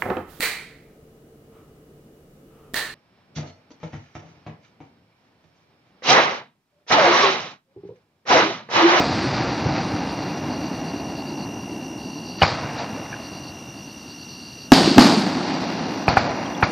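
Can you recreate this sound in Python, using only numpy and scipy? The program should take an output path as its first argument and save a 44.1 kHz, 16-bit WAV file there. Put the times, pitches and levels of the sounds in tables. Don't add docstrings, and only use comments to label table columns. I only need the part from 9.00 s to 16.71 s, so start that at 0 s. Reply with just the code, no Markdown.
import sys
import numpy as np
from scipy import signal
from scipy.fft import rfft, irfft
from scipy.io import wavfile
from scipy.ndimage import uniform_filter1d

SR = 44100
rng = np.random.default_rng(int(sys.argv[2]) if len(sys.argv) > 2 else 0)


def volts(x):
    e = np.asarray(x, float) / 20
    return 10 ** e


def inscribe(sig):
    pcm = np.round(np.clip(np.atleast_2d(sig).T, -1, 1) * 32767)
    wavfile.write(sys.argv[1], SR, pcm.astype(np.int16))


N = 340011
T = np.arange(N) / SR
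HZ = np.fft.rfftfreq(N, 1 / SR)

# t/s, shock level/dB, boom level/dB, boom f/Hz
BURSTS = [
    (5.7193, 20, 15, 247),
    (5.9809, 20, 17, 243),
]
# t/s, shock level/dB, tube ring level/dB, overtone level/dB, overtone f/Hz
LAUNCHES = [
    (3.4158, -13, -30, -24, 4600),
    (3.4198, -1, -3, -5, 2930),
    (3.4325, -2, -9, -12, 2220),
    (7.0811, -2, -9, -18, 2200),
    (7.1680, -15, -16, -30, 1400),
    (7.1704, -3.5, 0, -5, 1450),
    (7.6255, -16, -24, -16, 1400),
    (7.6280, -1, -20, -6, 1400),
]
# f/Hz, level/dB per Hz
WALL_COLOUR = [(35, -30), (60, -4), (142, -17), (482, -29), (858, -3), (1370, -5), (1670, -8), (1990, -10),
               (2430, -4.5), (3040, -31), (4630, -38), (9200, -84), (12000, -94), (15600, -115),
               (22000, -120)]
# t/s, peak level/dB, f/Hz, length/cycles
SLAPS = [(0.006, -7, 305, 1.3), (0.242, -18.5, 243, 2), (0.408, -15.5, 307, 3.1), (0.658, -13, 125, 2.7),
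         (0.661, -15.5, 406, 3.3), (0.938, -17, 126, 2.1), (1.643, -19, 250, 3), (1.945, -19.5, 275, 3),
         (2.380, -20, 272, 4.5), (2.775, -21.5, 270, 2.6), (3.055, -26, 287, 5.2), (3.790, -30, 4000, 30),
         (3.820, -24, 695, 4.4), (4.130, -25.5, 1640, 13), (4.143, -24, 1600, 10.5), (5.878, -4, 302, 2.3),
         (5.917, -10.5, 253, 2.5), (5.963, -9, 240, 3.2), (5.9765, -1, 270, 1.2), (6.015, -3, 216, 3.7),
         (6.05, -10.5, 225, 8), (6.14, -20.5, 440, 14), (6.165, -11, 209, 7.6), (6.255, -18.5, 202, 6.8),
         (6.34, -20, 246, 13), (4.062, -35, 1990, 14), (4.130, -34, 2380, 21), (4.143, -36, 2390, 12),
         (7.463, -33, 3200, 30), (7.551, -32, 3400, 34)]
ROLL_EDGES_HZ = [150, 450, 1100, 2600]
# f/Hz, level/dB per Hz
ROLL_COLOUR = [(30, -64), (60, -11.5), (126, -2.5), (215, -3.5), (290, 0.5), (430, -12), (510, -12),
               (790, -8.5), (1070, -15), (2000, -20), (3250, -22.5), (4650, -15.5), (6500, -35.5),
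               (9500, -49), (15400, -110)]
# f/Hz, level/dB per Hz
TOP_COLOUR = [(4500, -30), (6500, -6), (8000, -7), (13300, -11.5), (15400, -54)]
BAND_HZ = [90, 270, 750, 1700, 4500, 8500]
# near level/dB, near fall/(dB/s), far level/dB, far fall/(dB/s)
SHELL_ECHOES = [
    (-21, 53, -9, 1.5),
    (-1, 43, 1, 0.9),
    (-2.5, 81, 0, 3),
    (-6.5, 81, -2.5, 6),
    (-5.5, 74, -4.5, 8.5),
    (-20, 67.5, -27, 35),
]
# near level/dB, near fall/(dB/s), far level/dB, far fall/(dB/s)
MORTAR_ECHOES = [
    (-14, 67, -9.5, 6.8),
    (-8, 99, -9, 7.1),
    (-1, 135, 0, 13),
    (-6.5, 89, -3.5, 15.8),
    (-2.5, 102, -9.5, 9.3),
    (-34, 85, -29.5, 40),
]
# t/s, near level/dB, far level/dB, extra bass level/dB, extra treble level/dB
SHELL_ROLLS = [
    (-.05, -33, -28, 1.5, 1),
    (5.722, -13.5, -29.5, -4, 3),
    (5.984, -12, -34.5, -1, 1.5),
]
# t/s, near level/dB, far level/dB, extra bass level/dB, extra treble level/dB
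MORTAR_ROLLS = [
    (3.421, -19, -31.5, 1.5, -3),
    (7.083, -20.5, -46, 6, -7.5),
    (7.172, -23, -32.5, -1, -6),
    (7.63, -27.5, -34, 0, -6),
]
# t/s, half length/s, level/dB, centre f/Hz
SWELLS = [(-0.002, 0.048, -22, 800), (.35, 0.45, -33.5, 90), (.72, 0.058, -27, 110),
          (0.696, 0.091, -27.5, 450), (.42, 0.054, -30, 1090), (0.777, 0.043, -33.5, 2200),
          (3.412, 0.016, -34, 2520), (3.666, 0.042, -34, 100), (3.69, .03, -35, 1100),
          (3.803, 0.034, -35, 3000), (3.814, 0.04, -32, 750), (3.943, 0.054, -35, 270),
          (4.066, 0.015, -48, 2000), (4.157, 0.13, -50, 1700), (5.806, 0.049, -30, 131),
          (5.883, 0.065, -26, 4500), (6.115, 0.039, -34, 4500), (6.556, 0.046, -37, 900),
          (6.893, 0.067, -32.5, 330), (7.27, 0.045, -31, 750), (7.455, 0.15, -36, 895),
          (5.802, 0.036, -21, 270), (6.17, 0.027, -28, 330)]
# t/s, level/dB
CRICKET = [
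    (0, -46),
    (.7, -45.5),
    (1.1, -46),
    (2.4, -44.5),
    (4.2, -45.5),
    (4.9, -47.5),
    (5.7, -47.5),
    (6.6, -46),
    (7.71, -46),
]
# start t/s, length/s, level/dB, depth of gaps between syllables/dB
KATYDID = [(1.012, 0.31, -49.5, -7), (1.5, 0.45, -45, 16), (1.94, 0.18, -48, 8), (2.147, .3, -43.5, 20),
           (2.573, .31, -52, 12), (2.973, 0.28, -48.5, -2), (3.254, 0.2, -43, 2), (4.202, .3, -45.5, 13),
           (4.74, .3, -52, 9), (5.063, 0.2, -46, 10), (5.278, 0.28, -45, 1), (5.57, 0.11, -45.5, 3)]
# f/Hz, width/Hz, level/dB
KATYDID_BODY = [(4150, 230, -9.5), (4453, 390, -2.5), (4650, 120, -2.5)]
# f/Hz, level/dB per Hz
NIGHT_COLOUR = [(24, -35), (60, -13), (250, -1.5), (400, -15), (840, -15.5), (2000, -23.5), (3300, -25),
                (5000, -23), (7000, -31.5), (14300, -29), (15000, -46)]
# f/Hz, width/Hz, level/dB
CHORUS = [(5690, 300, -51), (5893, 230, -52), (8970, 570, -64)]
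# f/Hz, level/dB
LOSS_BELOW_MIDDLE = [(6200, -28), (7100, -4.5), (9000, 2.5), (14300, 1.5), (15000, 4)]
# f/Hz, level/dB
LOSS_BELOW_NEIGHBOURS = [(6300, -20), (7300, 1), (9000, 0), (10000, 3)]


def evened(x):
    return x / np.sqrt(np.mean(x ** 2) + 1e-20)


def read(points, hz):
    f, value = np.transpose(points)
    return np.interp(np.log(hz + 1), np.log(f + 1), value)


def add(mix, s, sound):
    part = mix[round(s * SR):][:len(sound)]
    part += sound[:len(part)]


def resonate(x, hz, width):
    turn = np.exp(2j * np.pi * hz * np.arange(len(x)) / SR)
    r = np.exp(-np.pi * width / SR)
    smooth = signal.lfilter([(1 - r) ** 2], [1, -2 * r, r * r], x / turn)
    return 2 * (turn * smooth).real


def wander(seconds):
    size = max(round(seconds * SR), 2)
    drift = uniform_filter1d(rng.standard_normal(N), size)
    return evened(uniform_filter1d(drift, size))


def shock(t, seconds):
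    u = t / seconds
    return (1 - u) * np.exp(-u) * np.minimum(t / 0.00005, 1)


def ring(t, hz, t60, rise):
    return np.sin(2 * np.pi * hz * t) * volts(-60 * t / t60) * (1 - np.exp(-t / rise))


def burst(shock_db, boom_db, hz):
    t = np.arange(round(.08 * SR)) / SR
    crack = shock(t, .0006)
    add(crack, .0015, 1.0 * shock(t, .00025))
    add(crack, .0018, .9 * shock(t, .00012))
    turns = np.maximum(hz * t + .07 - 1.3 * np.exp(-t / .0014), 0)
    boom = -np.sin(2 * np.pi * turns) * volts(-20 * (t / .013) ** 3)
    return volts(shock_db) * crack + volts(boom_db) * boom


def launch(shock_db, tube_db, over_db, over_hz):
    t = np.arange(round(.15 * SR)) / SR
    walls_db = shock_db - 11.5
    taps = rng.standard_normal((2, len(t))) * (rng.random((2, len(t))) < 9000 / SR)
    colour = volts(read(WALL_COLOUR, np.fft.rfftfreq(len(t), 1 / SR)))
    walls = evened(irfft(rfft(taps[0]) * colour, len(t)))
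    walls *= volts(-60 * t / 0.11) * np.minimum(t / 0.00067, 1)
    late = evened(resonate(taps[1], 4430, 1100)) * volts(-60 * t / 0.085)
    pulse = np.convolve(shock(t, .0003), np.hanning(16))[:len(t)]
    out = volts(shock_db) * pulse / pulse.max() + volts(walls_db) * walls
    out += volts(tube_db) * ring(t, 775, .034, .0006)
    out += volts(over_db) * ring(t, over_hz, .028, .0003)
    add(out, .003, volts(walls_db + 12.5) * ring(t, 113.0, 0.022, 0.0017))
    add(out, .006, volts(walls_db - 10.5) * late)
    return out


def slap(db, hz, cycles):
    t = np.arange(round(cycles / hz * SR)) / SR
    return volts(db) * np.sin(2 * np.pi * hz * t) * np.hanning(len(t))


def echo_levels():
    rise_s, far_sag_db, swell_db_per_octave = 0.004, 0.554, 7
    t = T[::64]
    power = np.zeros((len(BAND_HZ), len(t)))
    for rolls, echoes in ((SHELL_ROLLS, SHELL_ECHOES), (MORTAR_ROLLS, MORTAR_ECHOES)):
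        near, near_fall, far, far_fall = np.transpose(echoes)[:, :, None]
        for s, near_db, far_db, bass_db, treble_db in rolls:
            age = np.maximum(t - s, 0)
            tone_db = np.array([bass_db, 0, 0, 0, treble_db, treble_db])[:, None]
            near_power = volts(near_db + near - near_fall * age) ** 2
            far_power = volts(far_db + far - far_fall * age - far_sag_db * age ** 2) ** 2
            power += (near_power + far_power) * (volts(tone_db) * np.minimum(age / rise_s, 1)) ** 2
    for s, half, db, hz in SWELLS:
        octaves_off = abs(np.log2(np.array(BAND_HZ) / hz))[:-1, None]
        swell = np.exp(-((t - s) / half) ** 2)
        power[:-1] += volts(db - swell_db_per_octave * octaves_off) ** 2 * swell
    return [np.interp(T, t, np.sqrt(p)) for p in power]


def roll():
    sizes = volts(1.5 * np.minimum(rng.exponential(1, N), 4))
    echoes = rng.standard_normal(N) * sizes * (rng.random(N) < 12000 / SR)
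    spectrum = rfft(echoes * volts(.5 * wander(0.012)))
    band_of = np.searchsorted(ROLL_EDGES_HZ, HZ)
    colour = volts(read(ROLL_COLOUR, HZ))
    colours = [colour * (band_of == k) for k in range(len(ROLL_EDGES_HZ) + 1)]
    colours.append(volts(read(TOP_COLOUR, HZ)))
    return sum(level * evened(irfft(spectrum * band, N)) for level, band in zip(echo_levels(), colours))


def cricket():
    tone_hz, strokes_per_s = 2815, 59.1
    strokes = T * strokes_per_s + 1.03 + 0.027 * wander(0.22)
    within = strokes % 1
    slip = np.cumsum(rng.standard_normal(600))[np.abs(strokes).astype(int)] * 1.59
    tone = np.sin(2 * np.pi * tone_hz * T + slip - 6.0 * within ** 2)
    song = tone * np.sin(np.pi * np.minimum(within / .7, 1))
    garden = rng.standard_normal(4000) * volts(-60 * np.arange(4000) / SR / 0.12)
    song = evened(song) + volts(-6.5) * evened(signal.oaconvolve(song, garden)[:N])
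    level_db = np.interp(T, *np.transpose(CRICKET)) + 1 * wander(0.0023)
    return volts(level_db) * evened(song)


def katydid():
    syllable_s, sounding, swell_db = .114, 0.65, 3.5
    teeth = np.cumsum(430 * volts(0.79 * wander(0.0044))) / SR
    clicks = np.diff(np.floor(teeth), prepend=0) * (1 + 0.28 * rng.standard_normal(N))
    clicks += 0.072 * rng.standard_normal(N)
    rasp = evened(sum(volts(db) * resonate(clicks, hz, width) for hz, width, db in KATYDID_BODY))
    level = np.zeros(N)
    for start, length, db, gap_db in KATYDID:
        stroke = np.arange(0, length, 1 / SR) / syllable_s % 1
        growth_db = swell_db * (stroke / sounding - .5)
        add(level, start, volts(db + np.where(stroke < sounding, growth_db, -gap_db)))
    return uniform_filter1d(level, size=1200) * rasp


def night():
    air = evened(irfft(rfft(rng.standard_normal(N)) * volts(read(NIGHT_COLOUR, HZ)), N))
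    out = volts(-43.5) * air
    for hz, width, db in CHORUS:
        shimmer_db = 1 * wander(0.011) + 1.0 * wander(0.05)
        out += volts(db + shimmer_db) * evened(resonate(rng.standard_normal(N), hz, width))
    return out


def scene():
    bangs = np.zeros(N)
    for table, source, lead in ((BURSTS, burst, 0), (LAUNCHES, launch, .0003), (SLAPS, slap, .004)):
        for s, *row in table:
            add(bangs, s - lead, source(*row))
    mono = bangs + roll() + cricket() + katydid() + night()
    return np.array([mono, mono])


def thin_treble(x):
    hz, t, z = signal.stft(x, SR, nperseg=2048)
    power = abs(z) ** 2
    line_db = 10 * np.log10(power + 1e-20)
    middle_db = 10 * np.log10(power[(hz > 500) & (hz < 5000)].sum(0) + 1e-20)
    step_db = np.clip(-82.0 + 1.22 * (uniform_filter1d(middle_db, size=3) + 35), -87, -63)
    step_db = step_db + read(LOSS_BELOW_MIDDLE, hz)[:, None]
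    step_db += 2.5 * rng.standard_normal((len(t), 40)).T[(hz / 600).astype(int)]
    around_db = 10 * np.log10(uniform_filter1d(power, size=24, axis=0) + 1e-20)
    step_db = np.maximum(step_db, around_db + read(LOSS_BELOW_NEIGHBOURS, hz)[:, None])
    steady = np.diff(middle_db, prepend=0) < 9
    lost = (line_db < step_db) & (hz[:, None] > 5500) & steady
    return x - signal.istft(z * lost, SR, nperseg=2048)[1][:N]


def roll_off(x):
    return signal.sosfilt(signal.butter(12, 15590, fs=SR, output="sos"), x)


def record(dry):
    capsule = signal.lfilter(*signal.butter(2, 50, "high", fs=SR), dry[0])
    clipped = np.clip(capsule, -.99, .99)
    kept = thin_treble(clipped)
    return roll_off(np.array([kept, kept]))


dry = scene()
out = record(dry)
inscribe(out)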